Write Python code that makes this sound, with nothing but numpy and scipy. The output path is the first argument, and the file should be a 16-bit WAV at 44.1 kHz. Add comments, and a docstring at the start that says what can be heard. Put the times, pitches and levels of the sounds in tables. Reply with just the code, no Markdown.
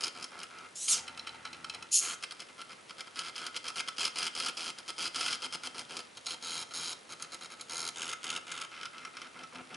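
"""A small homemade pen plotter draws on a desk in a small room, the microphone close in front of it.
From the start two stepper slides move in short runs: each step jolts base, frame, slider and screw nut,
and play in the slides adds knocks. Just before 1 s a small geared servo whines and lifts the pen; the bed
travels with a low thrum, and near 2 s the servo sets the pen down. The runs are hardest from 4 to 7 s
and ease off toward the end. All along the servo ticks faintly over the still air of the room."""
import sys
import numpy as np
from scipy import signal
from scipy.fft import rfft, irfft
from scipy.io import wavfile

SR = 44100
rng = np.random.default_rng(int(sys.argv[2]) if len(sys.argv) > 2 else 0)


def log_audio(samples):
    """Write samples as a 16-bit WAV file to the path given in sys.argv[1]."""
    # one column per channel
    frames = np.atleast_2d(samples).T
    # limit to full scale, then quantise
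    limited = np.clip(frames, -1, 1)
    pcm = np.round(limited * 32767).astype(np.int16)
    wavfile.write(sys.argv[1], SR, pcm)


N = 430416
STEP_HZ, USUAL_FORCE_DB = 166.8, -46.5

# resonances of the base and of the frame: pitch_hz, width_hz, level_db
BASE_MODES = [(125, 30, -3), (170, 35, -7), (252, 30, -5), (335, 45, -6), (400, 70, -4), (490, 60, -4),
              (700, 90, -1), (830, 80, -9), (900, 80, -12)]
FRAME_MODES = [(1130, 70, -11), (1240, 50, -7), (1313, 36, 3), (1365, 40, -3), (1430, 22, -4),
               (1580, 100, -10), (2080, 110, -8), (2290, 100, -15)]
# resonances of slider and nut at five places along the rail: pitch_hz, width_hz, level_db
RAIL_FAR_LEFT = [(2600, 200, -10), (3100, 200, -6), (4000, 170, -4), (4950, 200, -5), (5400, 150, 5),
                 (6500, 400, -9), (8200, 500, -11), (9500, 300, -13), (10600, 300, -12)]
RAIL_LEFT = [(2450, 130, -7), (2630, 130, -5), (2900, 110, -3), (3160, 170, 0), (3780, 110, -6),
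             (4120, 180, -5), (4930, 200, 3), (5230, 240, 1), (5750, 300, -11), (6350, 350, -8),
             (7560, 200, -13), (8790, 150, -13), (9470, 200, -7), (10600, 300, -9)]
RAIL_MIDDLE = [(2440, 80, -10), (2630, 70, -9), (2890, 80, -7), (3220, 130, 2), (3800, 110, 1),
               (4070, 140, 4), (4440, 100, -8), (4860, 170, -1), (5380, 200, 0), (6550, 300, 0),
               (7340, 200, -11), (8800, 150, -12), (9480, 220, -4), (10600, 300, -5)]
RAIL_RIGHT = [(2400, 160, -9), (2620, 95, -2), (2970, 500, 16), (3240, 340, 7), (3630, 110, 2),
              (3970, 180, -11), (5000, 180, -6), (5420, 300, 3.5), (6550, 380, 6), (7600, 390, -0.5),
              (9100, 590, -0.5), (10000, 210, -18), (10300, 360, -9)]
RAIL_FAR_RIGHT = [(2470, 100, -9), (2630, 180, 1), (3040, 200, 4), (3280, 120, -9), (3900, 220, -10),
                  (5080, 210, 1), (5470, 360, 3), (6500, 400, -13), (7760, 400, -13), (8900, 680, -13),
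                  (10200, 230, -27)]
# where the carriage stands: start_s, resonances
CARRIAGE_PLACES = [ (0, RAIL_LEFT), (1.02, RAIL_FAR_LEFT), (1.9, RAIL_LEFT), (6.1, RAIL_MIDDLE),
                   (7.93, RAIL_RIGHT), (8.69, RAIL_FAR_RIGHT)]
def slides(base_db, frame_db, slider_db, nut_db, knock_db, loose):
    """Right at the microphone, steps ring base, frame, slider and nut; knocks ring all but the base."""
    step_s, base_sizes, *step_sizes = steps(limp_db=1.1, shared_db=.8, own_db=1, jitter_s=.0002)
    knock_s, knock_sizes = knocks(slider_db=-.5, nut_db=.3, bounce_s=.0027, bounce_db=-7)
    times = np.concatenate([step_s, knock_s])
    frame_sizes, slider_sizes, nut_sizes = np.hstack([step_sizes, from_db(knock_db) * knock_sizes])
    base_jolts = jolts(step_s, base_sizes, loose=1, chatter_s=.0043)
    base_ring = body(BASE_MODES, 176, 2100, dense_db=-11, dense_t60=.039)
    frame_jolts = jolts(times, frame_sizes, loose, chatter_s=.003)
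    frame_ring = body(FRAME_MODES, 1210, 3640, dense_db=-14, dense_t60=.025)
    sound = from_db(base_db) * through(base_jolts, base_ring)
    sound += from_db(frame_db) * through(frame_jolts, frame_ring)
    place = np.searchsorted([start for start, _ in CARRIAGE_PLACES], times, "right") - 1
    for k, (_, modes) in enumerate(CARRIAGE_PLACES):
        here = place == k
        slider_ring = body([m for m in modes if m[0] < 4600], 2140, 5300, dense_db=-14, dense_t60=.043)
        nut_ring = body([m for m in modes if m[0] >= 4600], 4720, 10840, dense_db=-14, dense_t60=.075)
        slider_jolts = jolts(times[here], slider_sizes[here], loose, chatter_s=.0025)
        nut_jolts = jolts(times[here], nut_sizes[here], loose, chatter_s=.0017)
        sound += from_db(slider_db) * through(slider_jolts, slider_ring)
        sound += from_db(nut_db) * through(nut_jolts, nut_ring)
    return sound


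# short buzzing runs of motor steps, with the pen down or lifted: start_s, end_s, force_db
MOVES = [(.008, 0.08, -44), (.15, 0.251, -56.5), (.318, .44, -57.5), (0.502, 0.668, -66),
         (0.883, 0.999, -45), (1.07, 1.095, -58), (1.172, 1.21, -69), (1.268, 1.292, -48.5),
         (1.344, 1.364, -60), (1.45, 1.474, -55), (1.532, 1.555, -57), (1.738, 1.761, -52),
         (2.013, 2.144, -44.5), (2.226, 2.245, -44.5), (2.309, 2.322, -47.5), (2.395, 2.43, -54),
         (2.486, 2.507, -65), (2.58, 2.627, -53), (2.694, 2.731, -56.5), (2.777, 2.798, -85),
         (2.895, 2.909, -51.5), (2.982, 3.016, -52), (3.072, 3.078, -57), (3.158, 3.22, -47),
         (3.235, 3.295, -48), (3.356, 3.487, -48.5), (3.544, 3.574, -49), (3.642, 3.702, -46.5),
         (3.758, 3.807, -40), (3.876, 3.89, -45), (3.982, 4.078, -37), (4.158, 4.278, -40),
         (4.351, 4.495, -41), (4.57, 4.706, -43), (4.778, 4.806, -55), (4.879, 4.906, -42.5),
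         (4.981, 5.078, -40.5), (5.145, 5.36, -40), (5.42, 5.466, -42.5), (5.525, 5.555, -41.5),
         (5.635, 5.671, -44.5), (5.745, 5.821, -49.5), (5.895, 6.003, -50), (6.171, 6.181, -47.5),
         (6.259, 6.343, -43.5), (6.425, 6.437, -46), (6.446, 6.637, -42.5), (6.708, 6.724, -53.5),
         (6.737, 6.934, -43), (7.092, 7.139, -52), (7.198, 7.251, -55.5), (7.32, 7.354, -50),
         (7.41, 7.46, -54), (7.502, 7.538, -57), (7.596, 7.622, -59), (7.696, 7.897, -45),
         (7.959, 8.137, -46), (8.231, 8.381, -45), (8.468, 8.648, -49), (8.716, 8.869, -54.5),
         (8.933, 9.081, -59.5), (9.137, 9.275, -61), (9.343, 9.448, -62), (9.524, 9.619, -60),
         (9.703, 9.76, -59.5)]
# swing between alternate steps in slider and nut, changing along the screw: time_s, swing_db
SCREW_LIMP = [(0, 5.5), (3, 1.5), (4.2, 1.6), (5.3, -0.5), (5.9, 0.5), (6.5, 2), (7, -2), (7.8, 6.5),
              (8.3, 6.5), (9.7, 1)]
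def steps(limp_db, shared_db, own_db, jitter_s, slack_steps=3, slack_db=-14, catch_chance=.16):
    """Step times and sizes in the four parts; strong and weak alternate, and a few catch on the screw."""
    runs, max_steps = [], 64
    for start, end, move_db in MOVES:
        k = np.arange(-slack_steps, int(np.ceil((end - start) * STEP_HZ)))
        late, shared_scatter, *own_scatter = rng.standard_normal((6, max_steps))[:, :len(k)]
        catches = (rng.random(max_steps)[:len(k)] < catch_chance) & (k > 2)
        catch_db = max(4 + .55 * (USUAL_FORCE_DB - move_db), 0)   # a light load catches harder
        screw_db = catches * catch_db + at_times(SCREW_LIMP, start)[0] * (-1.) ** k
        settle_db = -2 * np.exp(-np.maximum(k, 0) / STEP_HZ / .0076)   # the nut settles on the screw
        step_db = limp_db * (-1.) ** k + shared_db * shared_scatter + settle_db
        grip = from_db(slack_db * (k < 0))   # the first steps only take up slack
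        levels = part_levels((start + end) / 2, move_db)
        sizes = [grip * from_db(db) * rms_one(from_db(step_db + own_db * scatter + extra_db))
                 for db, scatter, extra_db in zip(levels, own_scatter, (0, 0, screw_db, screw_db))]
        times = start + k / STEP_HZ + jitter_s * late
        runs.append(np.vstack([times] + sizes))
    return np.hstack(runs)


# how base, frame, slider and nut answer to force: usual_level_db, slope_db_per_db
FORCE_RESPONSE = [(-54.5, 0.34), (-47, 0.32), (-46.5, 0.83), (-47.5, 1.086)]
# level shifts as the slides travel: time_s, base_db, frame_db, nut_db
TRAVEL_COLOUR = [(0, 4, -1, 3.5), (.6, 1.5, 2, 3.5), (1.3, -3, -2.5, -5.5), (2.1, 0, 3, -4),
                 (2.4, -2.5, -0.5, 1.5), (3.4, 0, 2, -0.5), (4.2, 3, 2, -1), (4.7, 1.5, -2, 0.5),
                 (5.3, 2, 1.5, -1), (5.9, 4.5, -1, 2), (6.2, 0, -3.5, -2), (7.5, -0.5, -0.5, 4),
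                 (7.8, 2, 0.5, 3.5), (8.3, 2.5, 2, -2.5), (8.8, -4.5, 1, -2.5), (9.2, -1.5, 0, -0.5),
                 (9.5, 6, 0, -3)]
def part_levels(time_s, force_db):
    """Levels of the four parts; slider and nut gain most from force, so a harder step is brighter."""
    base, frame, slider, nut = [db + slope * (force_db - USUAL_FORCE_DB) for db, slope in FORCE_RESPONSE]
    base_db, frame_db, nut_db = at_times(TRAVEL_COLOUR, time_s)
    return base + base_db, frame + frame_db, slider, nut + nut_db


# the loudest knocks: time_s, level_db, frame_share_db
KNOCKS = [(.037, -35.5, -1.5), (.043, -36.5, -7), (0.226, -43, -15), (0.242, -40.5, -10), (0.432, -45, -18),
          (.881, -33.5, -13), (1.079, -41.5, 0.5), (1.175, -42.5, 1.5), (1.194, -41, -15), (1.272, -40, 0),
          (1.452, -40.5, 5), (1.53, -42, -14), (1.644, -39.5, 3), (1.697, -37, -9), (1.746, -38, -14),
          (1.825, -41, -3), (2.236, -38.5, 3), (2.402, -42.5, -9), (3.006, -41, -15), (3.191, -34, -4),
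          (3.361, -40, -14), (3.466, -36.5, 0), (3.563, -35, -1), (3.571, -37.5, -8), (3.682, -34, -9),
          (3.8, -37, 7), (3.884, -34.5, -2), (4.011, -35, -4), (4.051, -29.5, -12), (4.185, -31.5, -7),
          (4.228, -33, 0), (4.267, -34, -1.5), (4.401, -33, -2), (4.462, -32, -3), (4.486, -35, -1),
          (4.574, -39, -14), (4.785, -42.5, -10), (5.026, -34, -9), (5.055, -36, 2.5), (5.145, -46, -14),
          (5.159, -32.5, -2), (5.209, -31.5, -3), (5.262, -33, -2), (5.281, -33.5, -0.5), (5.307, -38, -6),
          (5.328, -31.5, -3.5), (5.635, -45, 7), (5.792, -39, -5), (5.968, -37.5, -16), (6.266, -33.5, -12),
          (7.223, -39, -8), (7.61, -43.5, -6), (8.028, -39, 0), (8.095, -40.5, -4), (8.131, -38, 2),
          (8.242, -37.5, -7), (8.302, -33.5, -6), (8.362, -36, -12), (8.519, -36.5, 1.5), (8.577, -42, 3.5),
          (8.615, -37, 3.5), (8.831, -42, 5), (8.855, -40.5, 2.5), (9.05, -45, 8.5), (9.169, -46, 11.5),
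          (9.217, -46, 6), (9.435, -48, 5.5), (9.556, -48.5, 5.5), (9.744, -43, -10)]
def knocks(slider_db, nut_db, bounce_s, bounce_db):
    """A slide takes up its play, knocks and bounces once: times, and sizes in frame, slider and nut."""
    times, db, frame_share_db = np.transpose(KNOCKS)
    nut_colour_db = at_times(TRAVEL_COLOUR, times)[-1]
    sizes = from_db([db + frame_share_db, db + slider_db, db + nut_db + nut_colour_db])
    return np.concatenate([times, times + bounce_s]), np.hstack([sizes, from_db(bounce_db) * sizes])


# the servo lifting and lowering the pen: time_s, mesh_hz, level_db
PEN_UP = [(.748, 1700, -71), (.757, 1746, -43.5), (.80, 1944, -41), (.84, 2003, -37), (.873, 2103, -39),
          (.888, 2417, -27.5), (.908, 2216, -26), (.932, 1803, -23), (.955, 1545, -33.5), (.98, 1370, -39),
          (1.01, 1220, -65)]
PEN_DOWN = [(1.908, 1110, -59), (1.92, 1350, -35), (1.936, 1700, -24), (1.955, 1694, -22.5),
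            (1.982, 2140, -24.5), (2.012, 2090, -36), (2.06, 2020, -36.5), (2.11, 2060, -43.5),
            (2.148, 2000, -45.5), (2.165, 1780, -69)]
# resonances of the servo's case: pitch_hz, width_hz, level_db
CASE_MODES = [(2800, 250, -16), (3150, 220, -15), (4250, 250, -18), (4850, 250, -14), (5500, 250, -7),
              (6500, 280, 0), (6900, 380, 0), (8250, 450, -5), (8750, 350, -9), (9400, 350, -8),
              (10300, 450, -6), (10850, 300, -8)]
def servo(motion, whine_db, whine_slope, clash_db, clashes_per_s, low_cut_hz):
    """Gear teeth whine at multiples of the mesh rate, scrape, and clash at random in the plastic case."""
    times, mesh_hz, level_db = np.transpose(motion)
    t = np.arange(N) / SR
    envelope_db = np.interp(t, times, level_db, left=-120, right=-120)
    phase = 2 * np.pi * np.cumsum(np.interp(t, times, mesh_hz)) / SR
    phase += .3 * rms_one(band(rng.standard_normal(N), 20, 250))   # roughens the whine
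    whine = rms_one(sum(gain * np.sin(k * phase) for k, gain in [(2, .41), (3, .96), (4, 1.4), (5, .2)]))
    clash_s = np.sort(rng.uniform(0, N / SR, int(clashes_per_s * N / SR)))
    clashes = rms_one(jolts(clash_s, rng.uniform(.4, 1, len(clash_s)), loose=.92, chatter_s=.00088))
    case = body(CASE_MODES, 2600, 14000, dense_db=-13, dense_t60=.01)
    scrape = rng.standard_normal(N)
    rasp = rms_one(band(through(scrape + from_db(clash_db) * clashes, case), low_cut_hz, 20000))
    whine_gain = from_db(whine_db + whine_slope * (envelope_db - envelope_db.max()))
    return from_db(envelope_db) * (rasp + whine_gain * whine) / np.hypot(1, whine_gain)


# resonances of the bed: pitch_hz, width_hz, level_db
BED_MODES = [(118.5, 30, -2.5), (166, 21, -12), (390, 28, -9), (827, 40, -5), (895, 38, -4.5),
             (1350, 86, 1)]
def bed_travel(start_s, end_s, thrum_hz, thrum_db, rattle_db):
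    """With the pen up the bed runs steadily: a low thrum, and a soft rattle on each of its cycles."""
    t = np.arange(N) / SR
    running = np.clip(np.minimum(t - start_s, end_s - t) / .027, 0, 1)
    times = np.arange(start_s, end_s, 1 / thrum_hz)
    shaking = jolts(times, np.ones(len(times)), loose=.72, chatter_s=.0025)
    rattle = through(shaking, body(BED_MODES, 120, 2700, dense_db=-1, dense_t60=.056))
    thrum = rms_one(np.sin(2 * np.pi * thrum_hz * t))
    return from_db(thrum_db) * running * thrum + from_db(rattle_db) * np.sqrt(SR / thrum_hz) * rattle


# harmonics of the hum as the slides travel: time_s, first_db, second_db, third_db
HUM_HARMONICS = [(0, -11, -11, 1), (3, -11, -3, -21), (4.5, -10.5, -12, -6.5), (5.9, -12, -10, 5.5),
                 (6.4, -5, 1, -2), (8.2, -12, -4.5, -24.5), (8.8, -12, 1.5, 4), (9.5, -12, 3, 9.5)]
def coil_hum(hum_db, fade_s, waver_rad):
    """While a motor runs its coils hum through the base, on multiples of half the step rate."""
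    t = np.arange(N) / SR
    running = np.zeros(N)
    for start, end, move_db in MOVES:
        base_db = part_levels((start + end) / 2, move_db)[0]
        running[int(start * SR):int(end * SR)] = from_db(base_db + hum_db)
    pole = np.exp(-1 / (fade_s * SR))
    envelope = signal.lfilter([1 - pole], [1, -pole], running)
    phase = np.pi * STEP_HZ * t + waver_rad * rms_one(band(rng.standard_normal(N), 2.2, 30))
    hum = sum(from_db(db) * np.sin(k * phase) for k, db in enumerate(at_times(HUM_HARMONICS, t), 1))
    return envelope * hum


# the two edges of the servo's control pulse within a period: offset_s, level_db
PULSE_EDGES = [(.0067, -59), (.0084, -38)]
# ring of a tick: pitch_hz, width_hz, level_db
TICK_MODES = [(3340, 1400, -3), (5300, 980, -14), (10100, 1100, 0.5)]
def servo_ticks(control_hz, uneven_db):
    """The servo ticks faintly at both edges of each control pulse, even at rest."""
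    pulse_s = np.arange(0, N / SR - 1 / control_hz, 1 / control_hz)
    wobble_db = uneven_db * rng.standard_normal(len(pulse_s))
    times, db = np.hstack([[pulse_s + offset_s, edge_db + wobble_db] for offset_s, edge_db in PULSE_EDGES])
    ticks = jolts(times, from_db(db), loose=.63, chatter_s=.00028)
    return through(ticks, body(TICK_MODES, 3000, 8000, dense_db=-39, dense_t60=.0042))


def room(sound):
    """The small room's diffuse tail, shorter in the treble, reaches the microphone 5 ms late."""
    low_tail = from_db(-9) * band(dying_noise(t60=.5), 85, 2430)
    high_tail = from_db(-12) * band(dying_noise(t60=.28), 2570, 10300)
    return through(sound, np.concatenate([np.zeros(SR // 200), low_tail + high_tail]))


# spectrum of the still room: frequency_hz, density_db
ROOM_TONE = [(24, -39), (40, -9), (207, -2), (373, -2.5), (531, -1.5), (597, -2), (720, -4.5), (1760, -5),
             (2690, -5.5), (3400, -8.5), (4100, -9), (5700, -12), (9110, -14.5), (10300, -13), (11000, -22),
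             (14300, -49), (22000, -120)]
def air():
    """Steady room tone all around the microphone."""
    hz, db = np.transpose(ROOM_TONE)
    gain = from_db(np.interp(np.log(np.fft.rfftfreq(N, 1 / SR) + 1), np.log(hz), db))
    noise = irfft(rfft(rng.standard_normal(N)) * gain, N)
    return rms_one(band(noise, 94, 18000))


def jolts(times, sizes, loose, chatter_s):
    """Clicks plus a chatter of loose contacts that swells and dies; loose is its share of the energy."""
    clicks = np.zeros(N)
    np.add.at(clicks, np.clip((times * SR).astype(int), 0, N - 1), sizes)
    pole = np.exp(-2 / (chatter_s * SR))
    power = signal.lfilter([(1 - pole) ** 2], [1, -2 * pole, pole * pole], clicks ** 2 + 1e-24)
    return np.sqrt(1 - loose) * clicks + np.sqrt(loose * power) * rng.standard_normal(N)


def body(modes, low_hz, high_hz, dense_db, dense_t60):
    """Impulse response of a part: its main resonances over many weak, quickly damped ones."""
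    t = np.arange(SR // 2) / SR
    rings = sum(from_db(db) * width * np.exp(-np.pi * width * t) * np.cos(2 * np.pi * hz * t)
                for hz, width, db in modes)
    dense = unit(band(dying_noise(dense_t60), low_hz, high_hz, order=4))
    return unit(unit(band(rings, low_hz, high_hz)) + from_db(dense_db) * dense)


def dying_noise(t60):
    """Noise that fades by 60 dB in t60 seconds; energy one."""
    t = np.arange(SR // 2) / SR
    return unit(rng.standard_normal(len(t)) * np.exp(-np.log(1000) * t / t60))


def through(x, response):
    """Pass a sound through an impulse response."""
    return signal.oaconvolve(x, response)[:N]


def band(x, low_hz, high_hz, order=2):
    """Causal band-pass."""
    sos = signal.butter(order, [low_hz, min(high_hz, .45 * SR)], "band", fs=SR, output="sos")
    return signal.sosfilt(sos, x)


def at_times(curve, times):
    """Read the columns of a curve at the given times."""
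    curve_s, *columns = np.transpose(curve)
    return [np.interp(times, curve_s, column) for column in columns]


def from_db(db):
    """Decibels to gain."""
    return 10 ** (np.asarray(db) / 20)


def unit(x):
    """Scale to an energy of one."""
    return x / np.sqrt(np.sum(x ** 2) + 1e-20)


def rms_one(x):
    """Scale to an rms of one."""
    return unit(x) * np.sqrt(len(x))


def scene():
    """The plotter stands close, straight ahead; only the room's midrange differs from left to right."""
    plotter = slides(base_db=-1, frame_db=-1, slider_db=.6, nut_db=.1, knock_db=-2, loose=.74)
    plotter *= np.sqrt(SR / STEP_HZ)   # makes up for one jolt's energy spreading over a whole step
    plotter += servo(PEN_UP, whine_db=2, whine_slope=.25, clash_db=0, clashes_per_s=790, low_cut_hz=2000)
    plotter += servo(PEN_DOWN, whine_db=-18, whine_slope=-.4,
                     clash_db=-3, clashes_per_s=180, low_cut_hz=3800)
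    plotter += servo_ticks(control_hz=49.976, uneven_db=2.5)
    plotter += bed_travel(start_s=.98, end_s=1.86, thrum_hz=82.3, thrum_db=-71, rattle_db=-56)
    plotter += coil_hum(hum_db=-10, fade_s=.022, waver_rad=.17)
    room_mid, room_side = [room(plotter) + from_db(-57.5) * air() for _ in range(2)]
    mid = plotter + room_mid
    side = band(room_side, 330, 1720, order=1)
    return np.array([mid + side, mid - side])


def record(dry):
    """The stereo microphone's signal is cut steeply above 11150 Hz."""
    return signal.sosfilt(signal.ellip(12, .1, 80, 11150, fs=SR, output="sos"), dry)


dry = scene()
out = record(dry)
log_audio(out)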